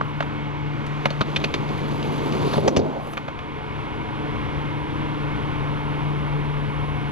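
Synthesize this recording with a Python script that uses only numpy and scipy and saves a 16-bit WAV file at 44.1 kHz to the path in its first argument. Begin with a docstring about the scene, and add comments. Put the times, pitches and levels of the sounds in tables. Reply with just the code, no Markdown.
"""Dry taps of a skateboard on a ramp's coping. It drops in, booms on the hollow ramp, clacks over its foot
and rumbles close past on rough concrete, then bangs over a crack and clatters off. In each blow the
wheels clack, the metal trucks ring, the deck knocks and the ground thumps. Air-conditioning fans hum
behind; an insect's thin buzz sets in and a slow gust rumbles. A small camera with two close ports
hears it all, its gain control ducking under the loudest blows."""
import sys
import numpy as np
from scipy import signal
from scipy.fft import rfft, irfft, next_fast_len
from scipy.io import wavfile
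from scipy.ndimage import uniform_filter1d

SR = 44100
rng = np.random.default_rng(int(sys.argv[2]) if len(sys.argv) > 2 else 0)


def digitize_waveform(pressure):
    """Quantize a signal to 16-bit integers and store it at the path in sys.argv[1].

    Rows of a 2-D input are taken as channels; values are limited to [-1, 1].
    """
    field = np.atleast_2d(pressure).T
    bounded = np.clip(field, -1, 1)
    quanta = np.round(bounded * 32767).astype(np.int16)
    wavfile.write(sys.argv[1], SR, quanta)


N = 313551
TIME = np.arange(N) / SR


# woody knock of the deck: (frequency [Hz], level [dB], t60 [s])
DECK_MODES = [(550, 1.5, 0.037), (690, 4.5, 0.022), (740, -5, 0.03), (918, -7.5, 0.05), (1060, 3.5, 0.013),
              (1204, -0.5, 0.04), (1384, 0, 0.027), (1570, 0.5, 0.017)]
# metallic ring of the trucks: (frequency [Hz], level [dB], t60 [s])
TRUCK_MODES = [(2095, -0.5, 0.028), (2456, 8, 0.018), (3140, -1, 0.035), (3680, 4.5, 0.021),
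               (4290, -4, 0.057), (6200, -22, 0.022)]
# bright crack of hard wheels and trucks: (frequency [Hz], level [dB])
CLACK_EQ = [(500, -14), (1300, 6), (2300, 7.5), (3900, 0.5), (5000, -5), (6600, -9.5), (8200, -18.5),
            (11000, -20), (15000, -35)]

def blows(hits, ground_modes, thump_db, knock_octaves, clack_ring_db, truck_db, damping=1,
          contact_s=0.00054, clack_decay_s=0.0016, rattle_db=-13, clack_width_hz=1000):
    """Two quick contacts a blow: wheels crack, trucks ring, the deck knocks, then the ground thumps."""
    knock_lag_s, thump_lag_s, rattle_decay_s = 0.00078, 0.00233, 0.011
    size = 2 ** 13
    out, t = np.zeros(N + size), np.arange(size) / SR
    hz = np.maximum(np.fft.rfftfreq(size, 1 / SR), 1)
    for time_s, lag_s, second_db, knock_db, knock_hz, clack_db, clack_hz in hits:
        # where the board is struck decides which modes speak
        deck_share = bell(np.array(DECK_MODES)[:, :1], knock_hz, knock_octaves) + 0.07
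        truck_share = bell(np.array(TRUCK_MODES)[:, :1], clack_hz, octaves=0.42) + 0.041
        # the part that hits lends the crack its own resonance
        resonance = bell(hz, clack_hz, octaves=np.log2(1 + clack_width_hz / clack_hz))
        tint_db = over_hz(CLACK_EQ, size)[0] + clack_ring_db * resonance
        thump = knock = truck = envelope = 0
        for delay, gain in ((0, 1), (lag_s, undb(second_db))):
            age = np.maximum(t - delay, 0)
            thump += gain * ring(ground_modes, np.maximum(age - thump_lag_s, 0), 1)
            knock += gain * ring(DECK_MODES, np.maximum(age - knock_lag_s, 0), deck_share, damping)
            truck += gain * ring(TRUCK_MODES, age, truck_share, damping)
            decay = np.exp(-age / clack_decay_s) + undb(rattle_db) * np.exp(-age / rattle_decay_s)
            envelope += gain * (1 - np.exp(-age / contact_s)) * decay
        burst = envelope * rng.standard_normal(size)
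        clack = irfft(rfft(burst) * undb(tint_db)) * (t < t[-1] / 2)
        ground_db = knock_db + thump_db + 1100 * lag_s  # a drawn-out blow thumps more
        layers = (thump, ground_db), (knock, knock_db), (truck, clack_db + truck_db), (clack, clack_db)
        start = int(time_s * SR)
        for layer, db in layers:  # each level is the rms the layer would have if it lasted 10 ms
            out[start:start + size] += undb(db) * layer * np.sqrt(.01 * SR / np.sum(layer ** 2))
    return out[:N]


# boom of the hollow ramp: (frequency [Hz], level [dB], t60 [s])
RAMP_MODES = [(141.4, -1, 0.14), (214, -2, 0.089), (302, -2, 0.049), (505, -2.5, 0.046), (595, 0, 0.023)]
# the board taps the coping: (time [s], other wheel lag [s], other wheel [dB], knock [dB], knock [Hz], clack
# [dB], clack [Hz])
COPING_TAPS = [(.0100, 0.0019, 3.5, -22, 1270, -39, 2000), (.2045, 0.00149, 3, -24, 920, -29, 1900),
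               (.2245, 0.00252, 0, -30.5, 1200, -38, 1980)]
# the wheels land on the ramp: (time [s], other wheel lag [s], other wheel [dB], knock [dB], knock [Hz], clack
# [dB], clack [Hz])
RAMP_LANDINGS = [(1.0543, 0.0019, 9, -18.5, 880, -23, 1550), (1.1035, 0.00105, 7, -29.5, 700, -33.5, 5500),
                 (1.208, .0058, 2.5, -19.5, 1280, -26.5, 3620)]

def drop_in():
    """Tight, damped taps on the coping, then landings that set the hollow ramp booming."""
    taps = blows(COPING_TAPS, RAMP_MODES, thump_db=-31, knock_octaves=0.53, clack_ring_db=12,
                 truck_db=-24, damping=2.2)
    landings = blows(RAMP_LANDINGS, RAMP_MODES, thump_db=-5, knock_octaves=0.54, clack_ring_db=6,
                     truck_db=-5, damping=0.85)
    return taps + landings


# thump of the loaded board on concrete: (frequency [Hz], level [dB], t60 [s])
THUMP_MODES = [(95.6, -3.5, 0.14), (155, -4.5, 0.31), (218, 2, 0.13), (261, 1, 0.29), (314, -8.5, 0.1),
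               (397, 2.5, 0.099), (460, 8, 0.021)]
# the wheels clack off the ramp's foot: (time [s], other wheel lag [s], other wheel [dB], knock [dB], knock
# [Hz], clack [dB], clack [Hz])
FOOT_CLACKS = [(1.3615, 0.0029, 0, -33, 480, -22.5, 2730), (1.4396, 0.004, 4, -27.5, 653, -24.5, 2700),
               (1.5402, 0.0065, -16, -27.5, 900, -28, 3220)]
# the wheels bang over the crack, close up: (time [s], other wheel lag [s], other wheel [dB], knock [dB], knock
# [Hz], clack [dB], clack [Hz])
CRACK_BANGS = [(2.5785, 0.0029, 1, -18, 480, -39, 3020), (2.603, 0.0087, 1, -30, 450, -53, 3000),
               (2.678, 0.003, -0.5, -11.5, 680, -19, 6060), (2.764, 0.0055, 0, -11.5, 620, -19.5, 6000),
               (2.792, 0.005, -8, -16, 520, -33, 5000), (2.811, 0.0055, 4, -25.5, 450, -43, 3000)]
# the board clatters over joints further off: (time [s], other wheel lag [s], other wheel [dB], knock [dB],
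# knock [Hz], clack [dB], clack [Hz])
JOINT_CLATTER = [(3.1706, 0.0053, 3, -23, 1260, -28.5, 2400), (3.2797, 0.0047, 0, -26, 870, -38, 2470),
                 (3.389, 0.001, 6, -33, 1100, -39.5, 2470)]

def concrete_hits():
    """Wheels strike edges: bright at the ramp's foot, heavy at the crack, thin over the far joints."""
    foot = blows(FOOT_CLACKS, THUMP_MODES, thump_db=-3.5, knock_octaves=0.53, clack_ring_db=7.5,
                 truck_db=-2, damping=0.97, contact_s=0.00026, clack_decay_s=0.0022, clack_width_hz=3300)
    crack = blows(CRACK_BANGS, THUMP_MODES, thump_db=-1, knock_octaves=0.45, clack_ring_db=11.5,
                  truck_db=-16, contact_s=0.0006, clack_width_hz=1400)
    joints = blows(JOINT_CLATTER, THUMP_MODES, thump_db=-39, knock_octaves=0.81, clack_ring_db=8.5,
                   truck_db=-1)
    return foot + crack + joints


# two small ticks of the trucks, then pebbles under the wheels: (time [s], other wheel lag [s], other wheel
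# [dB], knock [dB], knock [Hz], snap [dB], snap [Hz])
PEBBLES = [(1.402, .002, -8, -51, 1200, -44, 3400), (1.416, .002, -6, -50, 1200, -41, 3200),
           (1.690, 0.0017, 0, -53, 1200, -44.5, 3800), (1.778, 0.0016, -1, -54, 1200, -47, 4200),
           (2.028, 0.0011, -9, -47, 1200, -39, 4200), (2.3238, 0.0024, -6, -42, 1200, -40.5, 4200),
           (2.536, 0.0037, 2, -24.5, 1090, -34.5, 4000)]

def pebble_snaps():
    """The trucks tick twice, then pebbles snap under the wheels: a very short contact with hardly any rattle."""
    return blows(PEBBLES, THUMP_MODES, thump_db=-9, knock_octaves=0.84, clack_ring_db=8, truck_db=-17,
                 contact_s=0.00019, clack_decay_s=0.00045, rattle_db=-25, clack_width_hz=1900)


# small ticks of the trucks: (time [s], other wheel lag [s], other wheel [dB], knock [dB], knock [Hz], tick
# [dB], tick [Hz])
TRUCK_TICKS = [(.8645, 0.0014, -14, -42, 990, -47, 9000), (3.070, 0.0028, -1, -30, 865, -45, 10000),
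               (3.131, 0.0037, 0.5, -30, 1010, -38.5, 10900)]

def truck_ticks():
    """The trucks tick brightly over a light knock of the deck."""
    return blows(TRUCK_TICKS, THUMP_MODES, thump_db=-28, knock_octaves=0.39, clack_ring_db=10,
                 truck_db=-20, clack_width_hz=3500)


# low body of the rolling wheels: (frequency [Hz], level [dB])
RUMBLE_EQ = [(40, -26), (90, -1), (160, 3.5), (260, 4), (340, 2), (450, 1.5), (620, -7), (800, -7),
             (1200, -8.5), (1800, -39), (4000, -73)]
# crunch of crushed grit: (frequency [Hz], level [dB])
GRIT_EQ = [(500, 1), (1100, 9), (1800, 5), (3000, 5.5), (4300, 1), (5600, -8), (7000, -9), (8700, -18),
           (10500, -15.5), (13000, -22), (15000, -36)]

def rolling(throb, flutter, speed_m_s=3.8, passes_s=2.636, closest_m=1.68, grains_per_s=1700):
    """Wheels whirr on the ramp, drum on rough ground and crush grit, swelling as the board nears."""
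    distance_m = np.hypot(speed_m_s * (TIME - passes_s), closest_m)
    on_ramp = swell(start_s=0.42, attack_s=0.6, hold_s=0.31, release_s=0.063)
    on_concrete = np.clip((TIME - 1.24) / 0.069, 0, 1)
    roughness = undb(-1.5) * on_ramp + on_concrete  # the ramp is smoother
    behind = undb(-17 * np.maximum(TIME - passes_s, 0))  # fades once behind the camera
    ride = roughness / distance_m * behind
    sizes = undb(5 * np.minimum(rng.exponential(size=N), 4))
    grains = (rng.random(N) < grains_per_s / SR) * rng.choice([-1, 1], N) * sizes
    rumble = noise(RUMBLE_EQ) * undb(-22.5) * ride
    grit = colour(unit(grains) + 1.1 * rng.standard_normal(N), GRIT_EQ) * undb(-35.5) * ride
    whirr = resonant_noise(hz=1400, half_width_hz=1000) * undb(-43) * on_ramp
    return rumble * throb + (grit + whirr) * flutter


# low shudder of the board: (frequency [Hz], level [dB])
SHUDDER_EQ = [(40, -26), (90, -5), (160, -1), (255, 5), (330, 3), (410, 2.5), (520, -1.5), (700, -5),
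              (1000, -13), (1800, -37), (4000, -73)]

def board_shudder():
    """The crack sets the board shuddering and leaves a hollow ring."""
    shaking = undb(-19) * swell(start_s=2.56, attack_s=0.12, hold_s=0.15, release_s=0.068)
    ringing = undb(-27) * swell(start_s=2.78, attack_s=0.077, hold_s=0.12, release_s=0.057)
    return noise(SHUDDER_EQ) * shaking + resonant_noise(hz=670, half_width_hz=250) * ringing


# rasp of sliding wheels: (frequency [Hz], level [dB])
SCRAPE_EQ = [(500, -9), (1100, 8), (2000, 5), (4300, 7), (6000, -9), (8700, -14), (10500, -5), (15000, -32)]

def wheel_scrape():
    """The wheels scrape sideways on the way up to the crack."""
    return noise(SCRAPE_EQ) * undb(-42) * swell(start_s=2.39, attack_s=0.11, hold_s=0.094, release_s=0.045)


def bearings():
    """The bearings sizzle faintly as the board rocks on the coping, passes and coasts off."""
    rocking = undb(-13) * swell(start_s=0, attack_s=0.04, hold_s=0.21, release_s=0.2)
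    passing = swell(start_s=1, attack_s=1.55, hold_s=0.16, release_s=0.07)
    coasting = undb(2) * swell(start_s=2.82, attack_s=0.27, hold_s=0.03, release_s=0.076)
    sizzle = noise([(4000, -18), (8500, -5), (10200, 0), (12500, -6), (15000, -14)])
    return undb(-61 + 3 * drift(70)) * sizzle * (rocking + passing + coasting)


def skateboard():
    """The whole board: blows on top of rolling and shudder, which throb with the same bumps."""
    hits = drop_in() + concrete_hits() + pebble_snaps() + truck_ticks()
    bumps = drift(rate_hz=45.13)
    throb, flutter = undb(1.64 * bumps), undb(0.8 * bumps)
    return hits + rolling(throb, flutter) + board_shudder() * throb + wheel_scrape() + bearings()


# fader ride of the fan hum: (time [s], level [dB])
HUM_FADER = [(0, -36.5), (.45, -32), (2.85, -33.5), (3, -36), (3.95, -43.5), (4.2, -38), (6, -30),
             (7.1, -30.5)]

def fan_hum(blade_hz=146.77, beat_s=5.34, beat_peak_s=4.36):
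    """A wavering blade tone whose octave slowly waxes and wanes."""
    phase = 2 * np.pi * np.cumsum(blade_hz + 0.5 * drift(5.9)) / SR
    blade = np.sin(phase) * undb(1.53 * drift(11))
    beat = np.cos(2 * np.pi * (TIME - beat_peak_s) / beat_s)
    octave = np.sin(2 * phase + 0.71 * drift(9.7)) * undb(-8 + 5.5 * beat)
    return np.sqrt(2) * (blade + octave) * fader(HUM_FADER)


# faint fan and compressor tones: (frequency [Hz], width [Hz], level [dB])
MACHINE_TONES = [(105, 5, -57), (216.5, 4.1, -46.5), (319.8, 1.8, -47), (431.7, 2.4, -52.5),
                 (440.8, 12, -50), (727.6, 13, -53.5), (857, 5.4, -51.5), (906, 1.6, -51.5),
                 (968.7, 13, -49.5), (1065, 6.3, -50.5), (1188, 3.8, -56), (1313, 7.3, -56.5),
                 (1403, 7.6, -64), (1489, 4.9, -53), (1524, 5.7, -67), (2198, 5.8, -58), (2147, 150, -52),
                 (2356, 6.6, -58), (5320, 77, -81), (5640, 55, -81)]
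# airy bed of fans and town: (frequency [Hz], level [dB])
AIR_EQ = [(20, -4.5), (38, -3.5), (60, 2), (85, -1), (112, 5), (170, -3.5), (240, -2), (380, -6.5),
          (500, -7), (660, -13), (980, -6), (1300, -12), (1800, -15), (2300, -17.5), (3200, -20),
          (4800, -36.5), (6300, -43), (8300, -50), (11500, -54.5), (15000, -81)]
# fader ride of the fans' rush: (time [s], level [dB])
RUSH_FADER = [(0, -2), (4.2, 1), (7.1, 0.5)]

def fan_rush():
    """Broad rushing air, with machine tones singing in it as narrow bands of noise."""
    size = next_fast_len(N)
    response = sum(undb(db) * narrow(hz, width / 2, size) for hz, width, db in MACHINE_TONES)
    tones = irfft(rfft(rng.standard_normal(size)) * response, size)[:N]
    air = noise(AIR_EQ) * undb(-32.5 + 0.5 * drift(5))
    return (tones + air) * fader(RUSH_FADER)


def insect(start_s=2.6, rise_s=0.96, start_hz=9950, creep_hz_per_s=45, upper_hz=13700, strokes_hz=72):
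    """A distant buzz fades in: each wing stroke swells and arches in pitch; foliage blurs it."""
    age = np.maximum(TIME - start_s, 0)
    stroke = np.cos(2 * np.pi * np.cumsum(strokes_hz + 0.5 * drift(5)) / SR)
    bend_hz = 220 * stroke + 70 * drift(600)
    main = np.sin(2 * np.pi * np.cumsum(start_hz + creep_hz_per_s * age + bend_hz) / SR)
    upper = np.sin(2 * np.pi * np.cumsum(upper_hz + bend_hz / 2) / SR)
    buzz = (main + undb(-16) * upper) * undb(6 * stroke)
    foliage = signal.fftconvolve(buzz, noise_tail(t60_s=0.058))[:N]
    blurred = unit(unit(buzz) + undb(-5) * unit(foliage))
    return undb(-69.5) * (1 - np.exp(-age / rise_s)) * blurred


def breeze(peak_s=6.5, peak_db=-32, slope_db_per_s=5.5, right_db=-17):
    """One slow gust builds and eases; it rumbles mostly on the left port."""
    eq = [(10, -26), (38, 5), (70, 0), (110, -5), (200, -12), (400, -28), (4000, -80)]
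    gust = undb(peak_db - slope_db_per_s * np.abs(TIME - peak_s))
    return np.array([noise(eq), noise(eq) * undb(right_db)]) * gust


def hiss():
    """A faint diffuse hiss, different at each port."""
    eq = [(1000, 5), (3500, 8), (5000, -3), (6500, -6), (8500, -13), (11000, -31), (13000, -23),
          (15000, -40)]
    return undb(-61) * np.array([noise(eq), noise(eq)])


def park_echoes(x):
    """Nearby ramps scatter the sound briefly; distant walls return a faint dull tail."""
    early = noise_tail(t60_s=0.04) * (TIME[:SR] > .006)
    far = noise_tail(t60_s=0.28) * (TIME[:SR] > .04)
    far = signal.sosfilt(signal.butter(2, 3500, fs=SR, output="sos"), far / np.linalg.norm(far))
    echoes = undb(-15) * early / np.linalg.norm(early) + undb(-21) * far
    return x + signal.fftconvolve(x, echoes)[:N]


# stereo image of the two ports: (frequency [Hz], left minus right [dB], phase lead of left [rad])
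PORT_IMAGE = [(40, 30, 3), (85, 38, -2), (138, 5.5, -1.5), (260, 0, -1.5), (740, -4, -1.5),
              (1200, 0, -1.62), (1850, -3, -1.8), (2700, -1.5, -1), (4120, 5.5, -1.3), (5950, 3.5, -1.5),
              (7700, 12.5, -2), (11500, -13, -1.5), (14900, -3, -2)]

def ports(x, scatter_db, gain_db=3, scatter_hz=7000, scatter_s=0.0018):
    """Two close ports hear the same sound with their own colour and phase; the bass lies on the left."""
    size = next_fast_len(N + SR)
    balance_db, lead = over_hz(PORT_IMAGE, size)
    left = undb(balance_db) * np.exp(.5j * lead)
    right = np.exp(-.5j * lead)
    pair = np.array([left, right]) * np.sqrt(2 / (1 + undb(balance_db) ** 2))
    # short waves scatter off the ground and reach each port differently
    paths = rng.standard_normal((2, 2 ** 11)) * np.exp(-TIME[:2 ** 11] / scatter_s)
    paths /= np.linalg.norm(paths, axis=1, keepdims=True)
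    treble = 1 / np.sqrt(1 + (scatter_hz / np.maximum(np.fft.rfftfreq(size, 1 / SR), 1)) ** 3)
    pair += undb(scatter_db) * treble * rfft(paths, size)
    return undb(gain_db) * irfft(rfft(x, size) * pair, size)[:, :N]


def gain_control(x, threshold_db, slope, window_s, release_db_per_s, lag_s=0):
    """Loud passages pull the gain down; it comes back at a steady rate."""
    size = int(window_s * SR)
    power = signal.lfilter([1 / size], [1, 1 / size - 1], np.mean(x ** 2, axis=0))
    over_db = slope * np.maximum(10 * np.log10(power + 1e-12) - threshold_db, 0)
    recovery_db = release_db_per_s * TIME
    gain_db = recovery_db - np.maximum.accumulate(over_db + recovery_db)
    return x * undb(np.interp(TIME - lag_s, TIME, gain_db))


def ring(modes, t, gains, damping=1, rise_s=0.00041):
    """Decaying modes that take a moment to build; each contact excites them a little differently."""
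    hz, db, t60 = np.transpose(modes)[:, :, None]
    detune, scatter = rng.standard_normal((2, len(modes), 1))
    sign = rng.choice([-1, 1], (len(modes), 1))
    decay = np.exp(-np.log(1000) * damping * t / t60)
    waves = np.sin(2 * np.pi * hz * (1 + 0.031 * detune) * t) * decay
    return np.sum(sign * gains * undb(db + 0.5 * scatter) * waves, axis=0) * (1 - np.exp(-t / rise_s))


def undb(db):
    """Decibels to gain."""
    return 10 ** (np.asarray(db) / 20)


def unit(x):
    """Scale to rms 1."""
    return x / np.sqrt(np.mean(x ** 2))


def fader(points):
    """Gain per sample from (time [s], level [dB]) points."""
    return undb(np.interp(TIME, *np.transpose(points)))


def swell(start_s, attack_s, hold_s, release_s):
    """A gain that rises to 1, holds and dies away exponentially."""
    rise = np.clip((TIME - start_s) / attack_s, 0, 1)
    return rise * np.exp(-np.maximum(TIME - start_s - attack_s - hold_s, 0) / release_s)


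def drift(rate_hz):
    """Smooth random wander; rms 1."""
    steps = rng.standard_normal(int(N / SR * rate_hz) + 2)
    path = np.interp(TIME * rate_hz, np.arange(len(steps)), steps)
    return unit(uniform_filter1d(path, int(SR / rate_hz / 2) + 1))


def over_hz(table, size):
    """The columns of a frequency table, one value per FFT bin."""
    hz, *columns = np.transpose(table)
    bins = np.maximum(np.fft.rfftfreq(size, 1 / SR), 1)
    return [np.interp(np.log(bins), np.log(hz), c) for c in columns]


def colour(x, eq):
    """Filter by (frequency [Hz], level [dB]) points; rms 1."""
    size = next_fast_len(len(x))
    return unit(irfft(rfft(x, size) * undb(over_hz(eq, size)[0]), size)[:len(x)])


def noise(eq):
    """Noise shaped by an EQ curve; rms 1."""
    return colour(rng.standard_normal(N), eq)


def noise_tail(t60_s):
    """One second of decaying noise."""
    return rng.standard_normal(SR) * np.exp(-np.log(1000) * TIME[:SR] / t60_s)


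def bell(hz, centre_hz, octaves):
    """Bell-shaped weight on a log-frequency axis."""
    return np.exp(-.5 * (np.log2(hz / centre_hz) / octaves) ** 2)


def narrow(hz, half_width_hz, size):
    """Amplitude response of one resonance; mean power 1."""
    return unit(1 / (1 + ((np.fft.rfftfreq(size, 1 / SR) - hz) / half_width_hz) ** 2))


def resonant_noise(hz, half_width_hz):
    """Noise ringing in one resonance; rms near 1."""
    size = next_fast_len(N)
    return irfft(rfft(rng.standard_normal(size)) * narrow(hz, half_width_hz, size), size)[:N]


def scene():
    """The board up front, fans and insect behind, over a floor of hiss and wind."""
    floor = hiss()
    board = ports(park_echoes(skateboard()), scatter_db=-7)
    background = ports(fan_hum() + fan_rush() + insect(), scatter_db=-23)
    return board + background + floor + breeze()


def record(dry, ceiling=0.92, top_hz=15000):
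    """The camera rides the gain, dips it briefly after loud blows, rounds the peaks and cuts the top."""
    ridden = gain_control(dry, threshold_db=-18, slope=0.59, window_s=0.011, release_db_per_s=5)
    limited = gain_control(ridden, threshold_db=-21.5, slope=0.31, window_s=0.01, release_db_per_s=52,
                           lag_s=0.014)
    rounded = limited / (1 + (limited / ceiling) ** 6) ** (1 / 6)
    return signal.sosfilt(signal.ellip(8, .2, 70, top_hz, fs=SR, output="sos"), rounded)


dry = scene()
out = record(dry)
digitize_waveform(out)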